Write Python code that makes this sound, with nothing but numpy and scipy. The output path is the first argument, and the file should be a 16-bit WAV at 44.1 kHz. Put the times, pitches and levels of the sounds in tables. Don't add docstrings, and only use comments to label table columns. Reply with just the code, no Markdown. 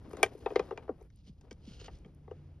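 import sys
import numpy as np
from scipy import signal
from scipy.fft import rfft, irfft
from scipy.io import wavfile
from scipy.ndimage import uniform_filter1d

SR = 44100
rng = np.random.default_rng(int(sys.argv[2]) if len(sys.argv) > 2 else 0)


def output_pcm(signal):
    pcm = np.clip(np.atleast_2d(signal).T, -1, 1) * 32767
    wavfile.write(sys.argv[1], SR, np.round(pcm).astype(np.int16))


N = 114660
TIME = np.arange(N) / SR

# start in seconds, then the levels in dB of the # body, low-mid,
# high-mid and treble registers.
LATCH_CLACK = [(.2295, -22, -20, -17.5, -26.5)]
# start in seconds, then the same four levels in dB.
GEAR_KNOCKS = [(.111, -53, -52.5, -68, -67), (.132, -37.5, -47, -57.5, -62),
               (0.169, -49, -49.5, -56, -54.5), (0.201, -46, -51.5, -71, -81),
               (.261, -49, -49.5, -44.5, -53.5), (.348, -42.5, -73, -83, -81), (0.46, -26, -30, -41, -64.5),
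               (.504, -38.5, -44, -54, -71), (.518, -33, -65, -68, -89), (0.5578, -18, -27.5, -33, -48),
               (0.5934, -24, -33, -39, -53), (0.7089, -34, -39, -53.5, -65.5),
               (.722, -33.5, -55, -59.5, -92), (0.7753, -43.5, -42.5, -46, -61.5),
               (.879, -50.5, -48, -68.5, -89), (0.8905, -28, -42, -65, -81),
               (1.012, -51.5, -59.5, -79, -72), (1.102, -81, -83, -70.5, -74),
               (1.411, -72, -66.5, -72, -68), (1.5100, -46, -56.5, -51.5, -54),
               (1.812, -50.5, -65, -60, -68), (1.843, -58, -62.5, -59, -65), (1.881, -51.5, -46, -53, -80),
               (2.047, -57, -64.5, -60, -80), (2.060, -53.5, -66, -76.5, -76),
               (2.2783, -49, -52, -68.5, -86), (2.3109, -37.5, -49.5, -62.5, -75.5)]
# lower and upper edge in Hz, lag of the bending wave in ms, then
# the relative levels in dB of the dense modes, the first push and the room.
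FRAME_REGISTERS = [(350.7, 560, 2.4, -12.5, -5.5, -11.5), (593, 1172, 1.0, 0.5, -13.5, -14.5),
                   (1370, 3440, 0.3, -5.5, -12, -18), (4000, 7300, 0.057, -1.5, -10.5, -20.5)]
REGISTER_BALANCE = [3.5, 4.2, 1.3, .2]
def knocks(blows, ring_db, **contact):
    out = 0
    for k, (low_hz, high_hz, lag_ms, dense_db, push_db, room_db) in enumerate(FRAME_REGISTERS):
        direct = np.zeros(N)
        for start, *levels_db in blows:
            blow = strike(low_hz, high_hz, dense_db - ring_db, push_db - ring_db, **contact)
            add(direct, start + lag_ms / 1000, from_db(levels_db[k]) * blow)
        out = out + at_ports(direct + from_db(room_db) * room(direct), REGISTER_BALANCE[k])
    return out


# frequency in Hz, level in dB, 60 dB decay time in seconds.
WOOD_MODES = [(438, 0.5, 0.036), (504, 0.5, 0.049), (680, 0, 0.055), (774, 3.5, 0.032), (1070, -9, 0.024),
              (1223, -5, 0.04), (1575, -3, 0.034), (1850, -4.5, 0.035), (2020, -7, .035)]
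# frequency in Hz, level in dB, 60 dB decay time in seconds.
METAL_MODES = [(2334, 7, 0.025), (3096, -11, 0.053), (3380, -4.5, 0.034), (4300, -9.5, 0.0053),
               (5950, 1.5, 0.006), (6850, -6.5, .012)]
def strike(low_hz, high_hz, dense_db, push_db, detune, scatter_db, rise_s, arm_db):
    t = TIME[:SR // 8]
    band = signal.butter(3, [low_hz, high_hz], "band", fs=SR, output="sos")
    arm = [(hz * np.exp(detune * rng.uniform(-1, 1)), db + arm_db, t60) for hz, db, t60 in METAL_MODES]
    clear = sum(from_db(db + scatter_db * rng.normal()) * np.sin(2 * np.pi * hz * t) * decay(t, t60)
                for hz, db, t60 in WOOD_MODES + arm)
    crack = from_db(8) * decay(t, t60=0.003)
    dense = rng.standard_normal(len(t)) * (decay(t, t60=0.055) + crack)
    parts = [(clear, 0), (dense, dense_db), (signal.unit_impulse(len(t)), push_db)]
    blow = sum(from_db(db) * unit_rms(signal.sosfilt(band, part)) for part, db in parts)
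    blow *= 1 - np.exp(-t / rise_s)
    return blow / np.sqrt(uniform_filter1d(blow ** 2, size=176).max())


# start in seconds, level of the exciting burst in dB, resonance in Hz,
# 60 dB decay time in seconds.
METAL_TICKS = [(.095, -51, 8500, 0.0091), (.112, -50, 9000, 0.0088), (.133, -46.5, 9000, 0.0087),
               (.170, -42.5, 7160, .009), (.2297, -13, 8900, 0.016), (.391, -52, 7420, 0.0071),
               (.4615, -40, 2700, 0.019), (0.5593, -27, 3420, .022), (.595, -26.5, 3380, 0.012),
               (0.775, -39, 2830, .025), (1.160, -55.5, 10100, 0.0096), (1.411, -58, 6900, 0.01),
               (1.511, -36, 4250, 0.0094), (1.528, -42, 5500, .009), (1.844, -40, 4500, .014),
               (1.987, -53, 6000, .008), (2.148, -59.5, 9500, 0.0091)]
def ticks():
    out, t = np.zeros(N), TIME[:SR // 20]
    for start, db, hz, t60 in METAL_TICKS:
        burst = rng.standard_normal(len(t)) * decay(t, t60)
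        resonance = signal.iirpeak(hz, Q=1.5, fs=SR)
        add(out, start, from_db(db) * signal.lfilter(*resonance, signal.lfilter(*resonance, burst)))
    return at_ports(out + from_db(-19.5) * room(out))


# time in seconds, level in dB.
GRIND_LEVELS = [(0, -64), (.07, -57.5), (.12, -55), (.21, -46), (.3, -56), (.42, -59), (.52, -50),
                (.66, -51.5), (.75, -60), (.83, -57.5), (.92, -64.5), (1.03, -63), (1.1, -83.5),
                (1.40, -78), (1.45, -63), (1.5, -69.5), (1.6, -71), (2.6, -73.5)]
# frequency in Hz, relative level in dB.
GRIND_SPECTRUM = [(120, -24), (280, -0.5), (420, -1), (600, -8.5), (900, -13.5), (1500, -22), (3000, -30.5),
                  (6000, -42.5), (11000, -49.5), (15000, -56)]
def gear_grind():
    return stick_slip(GRIND_LEVELS, GRIND_SPECTRUM, patchy_db=6, pan_db=5.5)


# time in seconds, level in dB.
RASP_LEVELS = [(1.6, -120), (1.66, -80.5), (1.72, -63), (1.78, -69), (1.795, -59), (1.815, -52),
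               (1.832, -62.5), (1.845, -59), (1.862, -52), (1.885, -80), (1.92, -120)]
# frequency in Hz, relative level in dB.
RASP_SPECTRUM = [(380, -21.5), (490, 7.5), (620, -17.5), (1100, -14.5), (1380, -5), (1900, -11.5),
                 (2600, -6.5), (2930, 4.5), (3400, -7), (3800, -8), (4400, -1), (5500, -11), (6800, -8),
                 (8500, -27), (14000, -44)]
def sleeve_rasp():
    return stick_slip(RASP_LEVELS, RASP_SPECTRUM, patchy_db=7.5)


# start in seconds, peak level in dB, mid-glide frequency in Hz.
SILL_BUMPS = [(0.079, -44, 232), (.243, -40.5, 105), (0.603, -42.5, 183), (0.898, -35.5, 297.7),
              (1.276, -48.5, 200), (1.295, -44, 169.8), (1.519, -46.5, 239), (1.676, -40, 220.5),
              (1.71, -44.5, 161), (1.935, -41.5, 62), (2.057, -46, 168.7)]
def hand_bumps(rise_s=0.0014, t60=0.078, sag=0.73):
    out, t = np.zeros(N), TIME[:SR // 5]
    envelope = (1 - np.exp(-t / rise_s)) ** 2 * decay(t, t60)
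    envelope /= envelope.max()
    pitch_ratio = 1 + sag * (decay(t, t60) - .5)
    phase_per_hz = 2 * np.pi * np.cumsum(pitch_ratio) / SR
    for start, db, hz in SILL_BUMPS:
        add(out, start, from_db(db) * envelope * np.sin(hz * phase_per_hz))
    return at_ports(out)


# time in seconds, level in dB.
RUB_LEVELS = [(0, -76), (.6, -72.5), (.69, -74), (.8, -89.5), (1.14, -86.5), (1.19, -73), (1.23, -82),
              (1.275, -64), (1.32, -85.5), (1.58, -84.5), (1.69, -58.5), (1.775, -68), (1.81, -62.5),
              (1.865, -63.5), (1.9, -75.5), (1.96, -68.5), (2.03, -88.5), (2.6, -107.5)]
# frequency in Hz, relative level in dB.
RUB_SPECTRUM = [(200, -16), (480, 5), (830, -8.5), (1400, -12), (1950, -9.5), (3000, -1.5), (5000, -2),
                (7000, -10), (8500, -16.5), (11000, -21), (14000, -41)]
def hand_rub():
    return stick_slip(RUB_LEVELS, RUB_SPECTRUM, patchy_db=5.5)


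# time in seconds, level in dB.
RUSTLE_LEVELS = [(0, -80), (.08, -86), (.13, -71.5), (.2, -70.5), (.3, -79), (.36, -75), (.43, -80.5),
                 (.52, -75), (.62, -82), (.94, -95.5), (1.0, -80), (1.025, -73), (1.06, -88.5),
                 (1.15, -110)]
# frequency in Hz, relative level in dB.
RUSTLE_SPECTRUM = [(1200, -6), (2200, 1), (3500, -11.5), (8000, -8), (10500, -4), (12000, -2), (14000, -12)]
def grip_rustle():
    return stick_slip(RUSTLE_LEVELS, RUSTLE_SPECTRUM, patchy_db=9.5)


# time in seconds, level in dB.
RUMBLE_LEVELS = [(0, -53), (.6, -53.5), (1.15, -57.5), (1.55, -57), (1.75, -52), (2.07, -55), (2.25, -57),
                 (2.6, -57)]
# frequency in Hz, relative level in dB.
RUMBLE_SPECTRUM = [(20, -14), (40, -2), (60, 2.5), (110, -4), (200, -12), (300, -19.5), (500, -38.5),
                   (1500, -52.5), (5000, -57), (14000, -57)]
def rumble():
    return ambience(RUMBLE_LEVELS, RUMBLE_SPECTRUM)


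# time in seconds, level in dB.
AIR_LEVELS = [(0, -88), (1.45, -90.5), (1.9, -62), (2.2, -72), (2.37, -63.5), (2.6, -69.5)]
# frequency in Hz, relative level in dB.
AIR_SPECTRUM = [(100, -4), (300, 7), (600, -7), (1200, -17), (2800, -19.5), (6000, -29), (13000, -43.5)]
def open_air():
    return ambience(AIR_LEVELS, AIR_SPECTRUM)


# frequency in Hz, nominal rms level in dB once faded in.
MACHINE_TONES = [(86.5, -56.5), (145, -57.5)]
def machine_hum(start_s=1.48, full_s=2.5, waver=0.44):
    fade = np.clip((TIME - start_s) / (full_s - start_s), 0, 1)
    knots = np.linspace(0, TIME[-1], 30)
    out = 0
    for hz, db in MACHINE_TONES:
        swell, sway = (waver * np.interp(TIME, knots, rng.standard_normal(len(knots))) for _ in range(2))
        out = out + np.sqrt(2) * from_db(db) * (1 + swell) * np.sin(2 * np.pi * hz * TIME + sway)
    return fade * out


def stick_slip(levels, spectrum, patchy_db, pan_db=0, slips_per_s=3000, catches_per_s=110):
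    slips = (rng.random(N) < slips_per_s / SR) * rng.choice([-1, 1], N)
    catch = np.interp(TIME * catches_per_s, np.arange(1000), rng.uniform(-1, 1, 1000))
    scrape = coloured(slips * from_db(patchy_db * catch), spectrum)
    return at_ports(gain_curve(levels) * scrape, pan_db)


def ambience(levels, spectrum, width_db=-19.5):
    mid, side = (coloured(rng.standard_normal(N), spectrum) for _ in range(2))
    return gain_curve(levels) * (at_ports(mid) + from_db(width_db) * side * np.array([[1], [-1]]))


def room(x):
    t = TIME[:SR // 2]
    build_up = 1 - decay(t, t60=0.039)
    tail = rng.standard_normal(len(t)) * decay(t, t60=0.081) * build_up
    return signal.fftconvolve(x, tail / np.linalg.norm(tail))[:N]


# frequency in Hz, phase in radians.
LEFT_PORT_LEAD = [(0, 0), (1200, -.1), (4100, 1.7), (4900, -.1), (7500, 3.1), (10800, 6.3), (13700, 9.4)]
def at_ports(x, pan_db=0):
    lead = np.interp(np.fft.rfftfreq(N, 1 / SR), *np.transpose(LEFT_PORT_LEAD))
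    right = irfft(rfft(x) * np.exp(-1j * lead), N)
    return np.array([x * from_db(pan_db / 2), right * from_db(-pan_db / 2)])


def coloured(x, spectrum):
    hz, db = np.transpose(spectrum)
    bins_hz = np.maximum(np.fft.rfftfreq(N, 1 / SR), 1)
    gain = from_db(np.interp(np.log(bins_hz), np.log(hz), db))
    return unit_rms(irfft(rfft(x) * gain, N))


def from_db(db):
    return 10 ** (np.asarray(db) / 20)


def unit_rms(x):
    return x / np.sqrt(np.mean(x ** 2) + 1e-20)


def gain_curve(levels):
    return from_db(np.interp(TIME, *np.transpose(levels)))


def decay(t, t60):
    return np.exp(-np.log(1000) * t / t60)


def add(out, start_s, x):
    i = int(start_s * SR)
    out[i:i + len(x)] += x[:N - i]


def scene():
    clack = knocks(LATCH_CLACK, ring_db=5.5, detune=0, scatter_db=0, rise_s=0.00045, arm_db=1)
    slack = knocks(GEAR_KNOCKS, ring_db=1, detune=.22, scatter_db=2.0, rise_s=0.00033, arm_db=-1.5)
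    crank = clack + slack + ticks() + gear_grind() + sleeve_rasp()
    hand = hand_bumps() + hand_rub() + grip_rustle()
    return crank + hand + rumble() + open_air() + machine_hum()


def record(dry):
    dulled = signal.sosfilt(signal.butter(3, 12000, fs=SR, output="sos"), dry)
    return signal.sosfilt(signal.butter(14, 15800, fs=SR, output="sos"), dulled)


dry = scene()
out = record(dry)
output_pcm(out)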